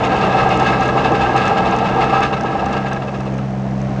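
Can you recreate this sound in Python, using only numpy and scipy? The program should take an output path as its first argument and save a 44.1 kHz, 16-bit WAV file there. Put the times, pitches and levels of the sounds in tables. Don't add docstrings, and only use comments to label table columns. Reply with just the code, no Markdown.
import sys
import numpy as np
from scipy import signal
from scipy.fft import rfft, irfft
from scipy.io import wavfile
from scipy.ndimage import uniform_filter1d

SR = 44100
rng = np.random.default_rng(int(sys.argv[2]) if len(sys.argv) > 2 else 0)


def generate_wav(sig):
    pcm = np.round(np.clip(np.atleast_2d(sig).T, -1, 1) * 32767).astype(np.int16)
    wavfile.write(sys.argv[1], SR, pcm)


N = 176400
TIME_S = np.arange(N) / SR
CYLINDERS = 3

# (time [s], level [dB])
SHAKE_DB = [(0, 0.5), (.4, 4), (.9, 0), (1.45, 3), (1.85, 1), (2.2, 0.5), (2.35, -5.5), (2.75, -1.5),
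            (3.0, -13), (3.4, -19), (4, -37)]
# (time [s], level [dB])
TICK_EVENTS = [(0.0505, -25), (0.491, -27), (0.573, -24), (0.598, -25.5), (0.645, -29.5), (0.8085, -27),
               (0.833, -26), (0.8565, -28), (0.8797, -25.5), (1.1185, -31), (1.3643, -25), (1.3775, -25),
               (1.4015, -31), (1.4537, -23), (1.4787, -23), (1.7105, -32), (1.7628, -30), (1.7873, -31),
               (2.0433, -27), (2.1805, -31), (2.2055, -30), (2.2323, -27), (2.4087, -25), (2.4333, -30.5),
               (2.659, -27), (2.7287, -28.5), (2.8837, -35), (2.9317, -26), (3.205, -31), (3.339, -36),
               (3.3807, -35.5), (3.8157, -32.5)]
# (frequency [Hz], density [dB])
TICK_SPECTRUM = [(2500, -14.5), (4800, -1), (5600, 3.5), (6400, 6), (7400, -5.5), (9000, -13.5),
                 (10000, -32)]

# (time [s], treble [dB], midrange [dB], length [s])
HOOD_CLATTERS = [(0.043, -26.5, -28, 0.041), (0.122, -30, -23.5, 0.046), (0.17, -26.5, -33, 0.03),
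                 (0.224, -26.5, -22.5, 0.053), (0.32, -29, -28, 0.05), (0.389, -26, -20.5, 0.071),
                 (0.516, -25.5, -37, 0.067), (0.612, -29, -23.5, 0.077), (0.672, -24, -21, 0.058),
                 (0.731, -30, -21, 0.056), (0.826, -28.5, -23, 0.077), (0.891, -29, -16.5, 0.015),
                 (0.981, -28.5, -22, 0.051), (1.05, -24.5, -23, 0.043), (1.151, -29.5, -24.5, 0.043),
                 (1.217, -26, -25, 0.042), (1.264, -32, -22, 0.026), (1.369, -25.5, -20.5, 0.049),
                 (1.414, -27, -24, 0.041), (1.461, -26.5, -20.5, 0.059), (1.575, -26.5, -22, 0.033),
                 (1.662, -26, -45, 0.028), (1.727, -28, -27, 0.033), (1.79, -32, -41, 0.033),
                 (1.86, -30, -30, 0.068), (2.017, -25.5, -21, 0.052), (2.099, -29.5, -24, 0.023),
                 (2.145, -28, -17, 0.075), (2.231, -24, -18.5, 0.049), (2.333, -27, -22, 0.021),
                 (2.372, -32.5, -26.5, 0.022), (2.4, -43, -28.5, 0.019), (2.46, -34, -25.5, 0.034),
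                 (2.53, -40, -29, 0.024), (2.598, -32.5, -27, 0.021), (2.66, -41, -31.5, 0.023),
                 (2.731, -31.5, -30, 0.028), (2.77, -31, -24, 0.024), (2.866, -32.5, -26, 0.029),
                 (2.921, -34.5, -26.5, 0.036), (2.967, -38, -28.5, 0.02), (3.024, -37.5, -30, 0.022),
                 (3.083, -36.5, -28, 0.017), (3.146, -36.5, -30.5, 0.024), (3.205, -43, -35, 0.025),
                 (3.265, -41, -39, 0.029), (3.388, -42, -35, 0.014)]
# (frequency [Hz], level [dB], T60 [s])
PANEL_MODES = [(1037, -4, 0.007), (1192, -5.5, 0.15), (1283.5, -1.5, 0.068), (1323.4, -4.5, 0.085),
               (1575, -10.5, 0.16), (1632.6, -2, 0.052), (2165, -4.5, 0.021), (2294, -19, 0.31),
               (2510, -9.5, 0.17), (2610, 2.5, 0.1), (2775, -2, 0.032), (2830, -9, 0.071)]
# (frequency [Hz], level [dB])
SLAT_MODES = [(3015, -60.5), (3520, -53.5), (3736, -56.5), (3941, -57), (4194, -62), (4463, -62.5),
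              (4737, -61), (5254, -60.5), (6342, -66), (6891, -67.5)]
# (frequency [Hz], density [dB])
CRASH_SPECTRUM = [(700, -20.5), (1200, 10), (1450, -15), (1800, 2.5), (2150, 9.5), (2420, -1.5), (2750, 4),
                  (3100, 1.5), (3600, 1.5), (4400, -4.5), (5300, -7.5), (6500, -14.5), (7500, -18),
                  (8800, -25), (10000, -48.5)]

# (time [s], ring [dB], thud [dB], length [s])
FRAME_KNOCKS = [(0.024, -11, -38, 0.0065), (0.056, -20, -42, 0.015), (0.13, -17, -24.5, 0.038),
                (0.243, -23, -26, 0.051), (0.352, -11, -38, 0.016), (0.387, -16, -32, 0.025),
                (0.466, -14.5, -32, 0.047), (0.527, -14, -21, 0.016), (0.619, -12, -30, 0.023),
                (0.707, -18, -25, 0.037), (0.807, -15, -41, 0.027), (0.882, -32, -23.5, 0.017),
                (0.969, -12.5, -17, 0.024), (1.057, -13.5, -24, 0.018), (1.121, -16, -18.5, 0.03),
                (1.22, -12.5, -36, 0.034), (1.298, -18, -43, 0.013), (1.352, -9.5, -21, 0.018),
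                (1.508, -11.5, -19.5, 0.018), (1.59, -15, -27, 0.041), (1.665, -14, -33, 0.018),
                (1.734, -14.5, -27, 0.022), (1.824, -17.5, -34, 0.041), (1.993, -13, -24, 0.064),
                (2.133, -12.5, -22.5, 0.017), (2.183, -13.5, -40, 0.054), (2.323, -15, -21, 0.018),
                (2.448, -13.5, -25.5, 0.015), (2.5, -22, -28, 0.034), (2.557, -15, -35, 0.0093),
                (2.627, -15, -34, 0.023), (2.672, -19, -41, 0.016), (2.751, -15.5, -21.5, 0.015),
                (2.85, -24.5, -45, 0.023), (2.921, -22.5, -28, 0.026), (2.965, -28, -34, 0.015),
                (3.02, -25, -51, 0.021), (3.085, -38, -29.5, 0.019), (3.138, -25, -30, 0.011),
                (3.267, -32, -29, 0.026), (3.332, -41, -32.5, 0.015), (3.657, -31, -39, 0.025)]
# (frequency [Hz], level [dB], T60 [s])
RING_MODES = [(630, -12.5, 0.029), (692, -5, 0.074), (754.6, -2, 0.08), (786, 2.5, 0.13),
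              (809.7, -4.5, 0.14), (889, -4, 0.042), (984, -10, 0.017)]
# (frequency [Hz], density [dB])
THUD_SPECTRUM = [(120, -38.5), (260, -11), (335, 5.5), (400, -2), (448, 12.5), (515, 1), (600, 5),
                 (720, -7), (1000, -8), (1150, -5), (1400, -61)]
# (frequency [Hz], density [dB])
RUMBLE_SPECTRUM = [(18, -35), (28, -17.5), (38, 0.5), (48, -9), (62, 0.5), (90, -11.5), (150, 1.5),
                   (240, 3), (300, -3), (400, -3.5), (800, -61)]
# (time [s], level [dB])
RUMBLE_DB = [(0, -30), (.7, -23.5), (1.9, -25), (2.6, -26.5), (3.0, -36), (3.5, -55)]

# (frequency [Hz], density [dB])
BLOCK_SPECTRUM = [(24, -24), (38, -5), (55, -7), (110, -0.5), (200, -1.5), (310, 0), (400, -5.5), (480, -3),
                  (660, -1.5), (780, -2.5), (920, -10), (1100, -11.5), (1450, -16), (1900, -18.5),
                  (2700, -22.5), (3500, -28), (4600, -30), (6300, -31.5), (8000, -42), (9200, -50),
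                  (10000, -68.5)]
# (time [s], level [dB])
BLOCK_DB = [(0, -21.5), (2.8, -26.5), (3.3, -26.5), (3.6, -28), (4, -25)]
# (time [s], rate [Hz])
FIRING_HZ = [(0, 61.8), (.2, 64.57), (.45, 63.2), (.7, 63.4), (1.8, 63.45), (2.08, 64.28), (2.24, 68.07),
             (2.35, 67.15), (2.47, 65.8), (2.7, 65.94), (2.88, 66.6), (3.2, 65.7), (4, 65.65)]
EXHAUST_PARTIALS = [(3, -13), (6, -0.5), (7, -25.5), (8, -31.5), (9, -3.5), (10, -26.5), (12, -18),
                    (14, -22.5)]
# (time [s], level [dB])
EXHAUST_DB = [(0, -26.5), (.5, -24.5), (1.05, -25.5), (1.76, -27), (1.88, -26), (2.3, -26), (2.55, -29.5),
              (2.75, -24), (3.05, -28.5), (3.3, -23.5), (3.55, -24), (3.8, -21.5), (4, -22.5)]


def from_db(db):
    return 10 ** (np.asarray(db) / 20)


def unit_rms(x):
    return x / np.sqrt(np.mean(x ** 2) + 1e-20)


def curve(rows):
    return np.interp(TIME_S, *np.transpose(rows))


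def noise():
    return rng.standard_normal(N)


def drift(corner_hz):
    bins_hz = np.arange(N // 2 + 1) * SR / N
    return unit_rms(irfft(rfft(noise()) / (1 + (bins_hz / corner_hz) ** 2) ** 2, N))


def butter(x, edges_hz, kind):
    return signal.sosfilt(signal.butter(2, edges_hz, kind, fs=SR, output="sos"), x)


def colour(x, spectrum):
    hz, db = np.transpose(spectrum)
    bins_hz = np.arange(N // 2 + 1) * SR / N
    gain = unit_rms(from_db(np.interp(np.log(bins_hz + 1), np.log(hz), db)))
    cepstrum = irfft(np.log(gain), N)[:N // 2]
    cepstrum[1:] *= 2
    impulse = irfft(np.exp(rfft(cepstrum, N)), N)[:N // 8]
    return signal.fftconvolve(x, impulse)[:N]


def levelled(x, window_s=0.047):
    return x / np.sqrt(np.abs(uniform_filter1d(x ** 2, int(window_s * SR))) + 1e-14)


def contacts(rate_hz=900, spread_db=2, hiss_gain=0.44):
    sizes = from_db(spread_db * np.minimum(rng.exponential(1, N), 4)) * rng.choice([-1, 1], N)
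    clicks = unit_rms(sizes * (rng.random(N) < rate_hz / SR))
    return unit_rms(clicks + hiss_gain * noise())


def ringing(modes):
    ring = 0
    for hz, db, t60_s in modes:
        radius, angle_rad = from_db(-60 / (t60_s * SR)), 2 * np.pi * hz / SR
        mode = signal.lfilter([1, -1], [1, -2 * radius * np.cos(angle_rad), radius ** 2], contacts())
        ring += from_db(db) * unit_rms(mode)
    return levelled(butter(ring, [modes[0][0] * 0.66, modes[-1][0] * 1.43], "band"))


def rattle_gain(times_s, levels_db, lengths_s, bed_db, rise, fall):
    power = from_db(bed_db + curve(SHAKE_DB)) ** 2
    for peak_s, db, length_s in zip(times_s, levels_db, lengths_s):
        near = np.abs(TIME_S - peak_s) < 2 * length_s
        age = (TIME_S[near] - peak_s) / length_s
        burst = np.exp(-np.where(age < 0, (age / rise) ** 2, np.abs(age / fall) ** 1.8))
        power[near] += from_db(db) ** 2 * burst
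    return np.sqrt(power)


def loose_part(t60_s=0.0062, repeat_s=0.0017):
    envelope = 0
    for start_s, db in TICK_EVENTS:
        for lag_s, trim_db in [(0, -4), (repeat_s, -5)]:
            age_s = TIME_S - start_s - lag_s
            envelope += from_db(db + trim_db - 60 * np.abs(age_s) / t60_s) * (age_s >= 0)
    return colour(rng.choice([-1, 1], N) * envelope, TICK_SPECTRUM)


def hood(split_hz=1900, slat_t60_s=0.072, notch_hz=1451, notch_width_hz=210):
    times_s, treble_db, mid_db, lengths_s = np.transpose(HOOD_CLATTERS)

    def bursts(levels_db, bed_db):
        return rattle_gain(times_s, levels_db, lengths_s, bed_db, rise=0.2, fall=0.57)

    mid = ringing([m for m in PANEL_MODES if m[0] < split_hz]) * bursts(mid_db + 2.5, bed_db=-25)
    treble = ringing([m for m in PANEL_MODES if m[0] >= split_hz]) * bursts(treble_db - 0.5, bed_db=-37)
    slats = ringing([(hz, db, slat_t60_s) for hz, db in SLAT_MODES])
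    grille = slats * bursts(treble_db - 9.5, bed_db=-48.5)
    crash = colour(contacts(), CRASH_SPECTRUM) * bursts(treble_db - 5, bed_db=-38)
    notch = signal.iirnotch(notch_hz, notch_hz / notch_width_hz, fs=SR)
    return signal.lfilter(*notch, mid + treble + grille + crash)


def frame():
    times_s, ring_db, thud_db, lengths_s = np.transpose(FRAME_KNOCKS)

    def knocks(levels_db, bed_db):
        return rattle_gain(times_s, levels_db, lengths_s, bed_db, rise=0.41, fall=0.76)

    ring = ringing(RING_MODES) * knocks(ring_db - 1.5, bed_db=-23)
    thud = levelled(colour(contacts(), THUD_SPECTRUM)) * knocks(thud_db + 2.5, bed_db=-25)
    rumble = from_db(curve(RUMBLE_DB)) * colour(contacts(), RUMBLE_SPECTRUM)
    return ring + thud + rumble


def engine_block(cycle_rad, pulse_db=2, split_hz=2030):
    crank_rad = 2 * cycle_rad
    throb = noise() * from_db(-pulse_db * np.cos(CYLINDERS * cycle_rad))
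    ticking_db = pulse_db * (np.cos(2 * crank_rad) + 0.4 * np.cos(crank_rad)) - 3.5
    ticking = (noise() + 0.5 * contacts()) * from_db(ticking_db)
    excitation = butter(throb, split_hz, "low") + butter(ticking, split_hz, "high")
    return from_db(curve(BLOCK_DB)) * unit_rms(colour(excitation, BLOCK_SPECTRUM))


def exhaust(cycle_hz, cycle_rad, muffler_hz=198, half_width_hz=8.4, muffler_db=2.5):
    waver_db = 0.3 + 0.5 * from_db(curve(SHAKE_DB))
    drone = 0
    for order, db in EXHAUST_PARTIALS:
        detuning = (order * cycle_hz - muffler_hz) / half_width_hz
        lift_db = muffler_db / (1 + detuning ** 2)
        gain = from_db(db + lift_db + waver_db * drift(corner_hz=13))
        drone += gain * np.cos(order * cycle_rad - np.arctan(detuning))
    return np.sqrt(2) * from_db(curve(EXHAUST_DB)) * drone


def scene():
    cycle_hz = curve(FIRING_HZ) / CYLINDERS
    cycle_rad = 2 * np.pi * np.cumsum(cycle_hz) / SR
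    engine = exhaust(cycle_hz, cycle_rad) + engine_block(cycle_rad)
    return (engine + frame() + hood() + loose_part())[None]


def record(dry):
    cutoff_hz = 9900
    return signal.sosfilt(signal.ellip(12, 0.2, 90, cutoff_hz, fs=SR, output="sos"), np.tanh(dry))


dry = scene()
out = record(dry)
generate_wav(out)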